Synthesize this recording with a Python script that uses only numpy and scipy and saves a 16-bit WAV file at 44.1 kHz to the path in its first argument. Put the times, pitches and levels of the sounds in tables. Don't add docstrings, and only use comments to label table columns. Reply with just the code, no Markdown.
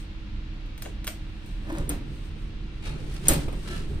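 import sys
import numpy as np
from scipy import signal
from scipy.fft import rfft, irfft, next_fast_len
from scipy.io import wavfile
from scipy.ndimage import map_coordinates

SR = 44100
rng = np.random.default_rng(int(sys.argv[2]) if len(sys.argv) > 2 else 0)


def wav_record(signal):
    frames = np.transpose(np.atleast_2d(signal))
    bounded = np.clip(frames, -1, 1)
    quanta = np.round(bounded * 32767).astype(np.int16)
    wavfile.write(sys.argv[1], SR, quanta)


N = 176400

# f/Hz, relative density/dB
FAN_AIR = [(12, -30.5), (20, -3), (45, 1), (64, -7), (148, -14.5), (171, -26), (202, -13.5), (238, -23),
           (324, -24.5), (352, -32), (505, -33), (614, -51), (725, -38.5), (2840, -36), (3960, -39),
           (11400, -70.5), (15500, -89)]
# f/Hz, level/dB
FAN_HUM = [(32.3, -40), (141, -61.5), (203, -59), (288, -61.5), (319.5, -55), (1398, -73.5), (2315, -74),
           (2550, -76.5), (2734, -71.5)]
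# t/s, level/dB
RUMBLE_LEVEL = [(0, -55), (1.55, -50), (1.8, -31), (2.1, -39), (2.4, -41), (2.78, -43), (2.95, -32),
                (3.2, -38.5), (3.3, -26), (3.5, -31.5), (3.62, -39), (3.76, -31), (3.86, -34.5), (4, -30.5)]
# f/Hz, relative density/dB
RUMBLE_COLOUR = [(30, 4.5), (60, 1.5), (105, -9.5), (150, 2.5), (190, -11), (280, -12.5), (380, -11.5),
                 (470, -18), (700, -26.5), (1500, -33), (5000, -72)]
# t/s, level/dB
BRUSH_LEVEL = [(0, -50.5), (.1, -80), (.74, -105), (.83, -57), (.88, -57), (1, -82), (1.25, -69),
               (1.42, -68.5), (1.48, -57), (1.6, -67.5), (1.75, -57), (2.03, -69.5), (2.16, -59),
               (2.21, -63), (2.26, -57.5), (2.34, -71), (2.42, -63), (2.55, -75), (2.75, -78), (3.1, -60.5),
               (3.78, -54.5), (3.85, -69), (3.9, -56), (4, -63)]
# f/Hz, relative density/dB
BRUSH_COLOUR = [(1000, 3), (4000, 4.5), (7200, -1), (8800, 7), (10500, -12), (14000, -4), (16000, -22)]

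# t/s, bright tick/dB, plastic click/dB, dull knock/dB
BUTTON_HITS = [(0.6603, -56, -49, -75), (0.7783, -39, -40, -74), (0.8214, -27, -37.5, -52),
               (0.852, -62, -38, -40), (0.8591, -56, -33, -39.5), (1.044, -32, -41.5, -68),
               (1.069, -22, -38, -55), (1.0768, -22, -21.5, -51)]
# f/Hz, relative density/dB
TICK_COLOUR = [(1000, 0), (4000, 0), (7500, -2), (8700, 8), (10500, -6.5), (13000, -1), (14200, 1),
               (16000, -19)]
# f/Hz, relative density/dB
PLASTIC_COLOUR = [(150, -17), (430, -7), (650, -2), (1000, -4), (1700, 6), (3000, 6), (4500, -16),
                  (7000, 0), (15000, -30)]
# f/Hz, relative level/dB, t60/s
CAP_MODES = [(625, -2.5, 0.14), (720, -2, 0.044), (1190, 3, 0.06), (1550, 3, 0.069), (1860, -2, 0.047),
             (2140, 2, 0.055), (2300, 4, 0.039), (2330, -15, .045), (2800, 3, 0.061), (3300, 6, .05),
             (3970, 0, 0.055), (4760, -10, .09), (8100, -10, 0.044)]
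# f/Hz, relative density/dB
KNOCK_COLOUR = [(120, -13), (300, -8), (400, 4), (550, 0.5), (720, 0), (850, -8), (1150, -13), (2000, -22),
                (6000, -43)]

# t/s, steel/dB, panel/dB
CATCH_HITS = [(1.461, -51.5, -84), (1.7242, -46, -52), (1.77, -55, -46.5), (1.7838, -41, -67),
              (1.8925, -20.5, -39), (3.141, -45, -77), (3.283, -3.5, -34.5), (3.287, -10, -29.5),
              (3.335, -22, -46), (3.483, -48, -52), (3.5262, -45, -50)]
# f/Hz, relative density/dB
CRACK_COLOUR = [(1000, -23), (4000, -13), (7000, -6.5), (8700, 3.5), (11200, -8), (13000, 0.5), (14600, -1),
                (16000, -19)]
# f/Hz, relative level/dB, t60/s
CATCH_MODES = [(4760, -30, 0.045), (5630, -36, 0.05), (6540, -15, 0.06), (8060, -18.5, 0.057),
               (8900, -2.5, 0.026), (9600, -17, 0.048), (10520, -27, .04), (9950, -2, 0.011),
               (11600, -4.5, 0.042), (12400, -44, 0.039), (13050, -12, 0.022), (13400, -32, 0.036),
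               (14000, -21, 0.0083)]
# f/Hz, relative level/dB, t60/s
SPRING_MODES = [(2440, -43.5, 0.27), (5040, -44, 0.16), (5240, -54, 0.15), (8100, -33, .22),
                (8100, -44, .2), (8500, -43, .17), (8800, -43, .24), (9496, -44, .2), (9900, -44, 0.18),
                (12400, -41, 0.174), (13050, -43, .18)]
# f/Hz, relative level/dB, t60/s
PANEL_MODES = [(152, -28, 0.97), (235.3, -0.5, 0.55), (261, -3, 0.78), (286, 2.5, 0.62), (383, -0.5, 0.34),
               (541, 0.5, 0.28), (610, -9, 0.11), (788, -8, 0.28), (940, -14.5, 0.66), (1272, -6, 0.26),
               (1507, -10, .38), (1700, -15, 0.2), (1910, -6, 0.38), (2370, -7, 0.22), (3050, -10, .28),
               (3410, -5.5, 0.17), (3780, -11, 0.2), (4027, -10, 0.2), (4834, -14, .3), (5270, -15, 0.17)]
# f/Hz, relative density/dB
CLATTER_COLOUR = [(80, 9.5), (280, 6.5), (600, 6), (1000, -1), (2000, -2.5), (4000, -8.5), (6500, -18),
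                  (15000, -34)]

# t/s, level/dB
TUG_LEVEL = [(1.62, -58), (1.675, -43.5), (1.70, -35.5), (1.73, -37.5), (1.755, -38.5), (1.775, -41),
             (1.83, -45.5), (1.87, -62), (1.92, -74)]
# f/Hz, width/Hz, relative level/dB
TUG_BODY = [(295, 114, -6), (347, 60, -2.5), (570, 42, -11.5), (722, 71, -15.5), (950, 196, -17.5),
            (1610, 97, -22.5), (1776, 44, -14.5)]
# t/s, f/Hz, level/dB
THUMP_HITS = [(1.721, 323.2, -25), (1.77, 566, -30.5), (1.791, 87, -26), (1.897, 296.5, -28.5),
              (1.90, 689, -37.5), (1.909, 43, -17), (3.298, 69, -22), (3.301, 580.4, -25.5),
              (3.36, 153.7, -17.5), (3.695, 354, -31), (3.75, 171.6, -26), (3.90, 401, -35),
              (3.931, 92, -24)]
# t/s, level/dB
RATTLE_HITS = [(1.7705, -39), (1.903, -33), (3.482, -30.5), (3.527, -36.5)]
# f/Hz, relative density/dB
RATTLE_COLOUR = [(200, 6.5), (550, 5), (750, -9), (1050, 0.5), (1600, -20), (2500, -7), (8000, -46)]
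# t/s, level/dB
LATCH_HITS = [(1.7725, -32), (1.7848, -20)]
# f/Hz, relative density/dB
LATCH_COLOUR = [(500, -8), (1500, 0), (4000, -3), (7000, 4), (9000, 2), (15000, -17)]

# t/s, level/dB
RUSTLE_HISS_LEVEL = [(2.1, -109), (2.81, -63.5), (2.86, -41.5), (2.96, -55.5), (3.07, -54.5), (3.15, -45.5),
                     (3.21, -54), (3.275, -36.5), (3.33, -34), (3.45, -48.5), (3.55, -86), (3.62, -56.5),
                     (3.69, -43), (3.76, -42), (3.85, -54), (4, -83)]
# f/Hz, relative density/dB
RUSTLE_HISS_COLOUR = [(200, -15), (600, 6), (900, -0.5), (1400, 1.5), (3000, 1), (4500, -1), (7000, -7.5),
                      (9000, -5.5), (14000, -23), (16000, -36)]
# t/s, level/dB
HINGE_LEVEL = [(2.79, -69.5), (2.865, -44.5), (2.90, -47.5), (2.95, -58), (3.05, -69)]
# f/Hz, width/Hz, relative level/dB
HINGE_BODY = [(856, 40, 3), (1280, 100, -2), (2245, 120, 0.5), (2480, 94, 2), (2770, 50, 0), (3770, 41, -1),
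              (4310, 130, -7.5)]
# t/s, level/dB
SLIDE_LEVEL = [(3.62, -72), (3.68, -47), (3.75, -44.5), (3.80, -55), (3.88, -73)]
# f/Hz, width/Hz, relative level/dB
SLIDE_BODY = [(1330, 16, 2.5), (1730, 20, 6), (2700, 100, -9), (2920, 43, -4), (3310, 39, -7.5),
              (4040, 53, -8.5)]

# f/Hz, t60/s
CABIN_DECAY = [(150, 0.44), (500, 0.39), (1400, 0.21), (4000, 0.33), (9000, 0.23), (15000, 0.17)]
# f/Hz, coherence
MIC_COHERENCE = [(30, 1), (120, 0.87), (280, 0.93), (500, 0.25), (1000, 0.088), (2500, 0.0048),
                 (12000, 0.023)]
# f/Hz, right over left/dB
MIC_BALANCE = [(60, 1.8), (130, 2.9), (260, -0.19), (500, -0.89), (2500, -0.56), (9000, 0.32)]

HATCH_LAG_S, BUTTON_LAG_S = 0.0002128, -0.000065
SLIPS_PER_S, SCATTER_DB, TOP_HZ = 1500, 1.2, 15800


def amp(db):
    return 10 ** (np.asarray(db) / 20)


def unit(x):
    return x / np.sqrt(np.mean(x ** 2) + 1e-20)


def along(points, hz):
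    f, values = np.transpose(points)
    return np.interp(np.log(hz + 1), np.log(f + 1), values)


def level(rows):
    return amp(np.interp(np.arange(N) / SR, *np.transpose(rows)))


def wobble(rate):
    knots = rng.standard_normal(int(N * rate / SR) + 4)
    return map_coordinates(knots, [np.arange(N) * rate / SR])


def filtered(x, response):
    size = next_fast_len(N + SR // 2)
    return irfft(rfft(x, size) * response(np.fft.rfftfreq(size, 1 / SR)), size)[..., :N]


def noise(colour):
    def mid_side_gains(hz):
        angle = np.arccos(np.clip(along(MIC_COHERENCE, hz), -1, 1)) / 2
        return amp(along(colour, hz)) * [np.cos(angle), np.sin(angle)]
    mid, side = filtered(rng.standard_normal((2, N)), mid_side_gains)
    return unit(np.array([mid + side, mid - side]))


def struck(t, t60, rise_s):
    return np.exp(-np.log(1000) * t / t60) * (1 - np.exp(-t / rise_s))


def add(track, start_s, sound):
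    part = track[..., round(start_s * SR):][..., :sound.shape[-1]]
    part += sound[..., :part.shape[-1]]


def bursts(hits, colour, t60, rise_s):
    power, t = np.zeros(N), np.arange(SR) / SR
    for start_s, db in hits:
        add(power, start_s, (amp(db) * struck(t, t60, rise_s)) ** 2)
    return np.sqrt(power) * noise(colour)


def impacts(hits, colour):
    size = 2048
    cepstrum = irfft(np.log(amp(along(colour, np.fft.rfftfreq(size, 1 / SR)))))
    causal = cepstrum * (1 + np.sign(np.fft.fftfreq(size)))
    pulse = irfft(np.exp(rfft(causal)))
    out = np.zeros(N)
    for start_s, db in hits:
        add(out, start_s, amp(db) * pulse / np.linalg.norm(pulse))
    return out


def rings(hits, modes, rise_s):
    out, t = np.zeros(N), np.arange(SR * 3 // 4) / SR
    hz, mode_db, t60 = np.transpose(modes)[:, :, None]
    partials = amp(mode_db) * struck(t, t60, rise_s) * np.sin(2 * np.pi * hz * t)
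    for start_s, db in hits:
        gains = amp(db + SCATTER_DB * rng.standard_normal(hz.shape))
        add(out, start_s, (gains * partials).sum(0))
    return out


def cabin(x):
    white = noise([(20, 0), (20000, 0)])[:, :SR * 3 // 4]
    hz, t, bands = signal.stft(white, SR, nperseg=256)
    decay = struck(t, along(CABIN_DECAY, hz)[:, None], rise_s=0.00114)
    tail = signal.istft(bands * decay, SR, nperseg=256)[1]
    return signal.fftconvolve(x[None], tail / np.linalg.norm(tail[0]), axes=1)[:, :N]


def placed(x, lag_s=HATCH_LAG_S):
    return filtered(x, lambda hz: np.exp(-1j * np.pi * hz * lag_s * np.array([[1], [-1]])))


def fan():
    hum, t = np.zeros(N), np.arange(N) / SR
    for hz, db in FAN_HUM:
        peak = np.sqrt(2) * amp(db + 0.49 * wobble(5.31))
        hum += peak * np.sin(2 * np.pi * hz * t + 0.79 * wobble(5.05))
    return amp(-36) * noise(FAN_AIR) + hum


def rumble():
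    return level(RUMBLE_LEVEL) * noise(RUMBLE_COLOUR)


def hand_brush():
    return level(BRUSH_LEVEL) * unit(noise(BRUSH_COLOUR) * amp(0.87 * wobble(320)))


def button():
    ticks, clicks, knocks = ([(row[0], row[k]) for row in BUTTON_HITS] for k in (1, 2, 3))
    tick = bursts(ticks, TICK_COLOUR, t60=0.018, rise_s=0.0006)
    click = amp(11) * impacts(clicks, PLASTIC_COLOUR)
    cap = amp(-18) * rings(clicks, CAP_MODES, rise_s=0.00062)
    knock = bursts(knocks, KNOCK_COLOUR, t60=0.2, rise_s=0.003)
    walls = cabin(amp(-3) * tick[1] + amp(-2) * click)
    return placed(tick[0] + cap + click, BUTTON_LAG_S) + knock + walls


def hatch_catch():
    snaps = [(start_s, db) for start_s, db, _ in CATCH_HITS]
    knocks = [(start_s, db) for start_s, _, db in CATCH_HITS]
    crack = amp(-4.5) * bursts(snaps, CRACK_COLOUR, t60=0.022, rise_s=0.00051)
    steel = rings(snaps, CATCH_MODES, rise_s=0.00045)
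    spring = rings(snaps, SPRING_MODES, rise_s=0.002)
    panel = amp(-3.5) * rings(knocks, PANEL_MODES, rise_s=0.0046)
    clatter = amp(4.5) * bursts(knocks, CLATTER_COLOUR, t60=0.35, rise_s=0.0023)
    walls = cabin(amp(-1.5) * crack[1] + amp(-8) * clatter[0])
    return placed(steel + spring + crack[0] + panel) + clatter + walls


def scrape(levels, resonances, wet_db):
    def body(hz):
        return sum((-1) ** k * amp(db) * 1j * hz * width / (centre ** 2 - hz ** 2 + 1j * hz * width)
                   for k, (centre, width, db) in enumerate(resonances))
    slips = (rng.random(N) < SLIPS_PER_S / SR) * rng.standard_normal(N)
    drag = level(levels) * unit(filtered(slips, body))
    return placed(drag) + amp(wet_db) * cabin(drag)


def thumps():
    out, t = np.zeros(N), np.arange(SR // 2) / SR
    envelope = struck(t, t60=0.18, rise_s=0.0073)
    for start_s, hz, db in THUMP_HITS:
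        add(out, start_s, amp(db) * envelope * np.sin(2 * np.pi * hz * t))
    return out


def rattles():
    knocks = bursts(RATTLE_HITS, RATTLE_COLOUR, t60=0.077, rise_s=0.00033)
    rattle = knocks + placed(impacts(LATCH_HITS, LATCH_COLOUR))
    return rattle + amp(-8) * cabin(rattle[0])


def rustle_and_hiss():
    grain = amp(2.6 * wobble(180))
    return level(RUSTLE_HISS_LEVEL) * unit(noise(RUSTLE_HISS_COLOUR) * grain)


def scene():
    contacts = button() + hatch_catch() + rattles() + thumps()
    tug = scrape(TUG_LEVEL, TUG_BODY, wet_db=-11)
    hinge = scrape(HINGE_LEVEL, HINGE_BODY, wet_db=-2.5)
    slide = scrape(SLIDE_LEVEL, SLIDE_BODY, wet_db=0.5)
    mix = contacts + tug + hinge + slide + rustle_and_hiss() + hand_brush() + fan() + rumble()
    return filtered(mix, lambda hz: amp(along(MIC_BALANCE, hz) * np.array([[-0.5], [0.5]])))


def record(dry):
    return filtered(np.clip(dry, -1, 1), lambda hz: 1 / (1 + (hz / TOP_HZ) ** 160))


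dry = scene()
out = record(dry)
wav_record(out)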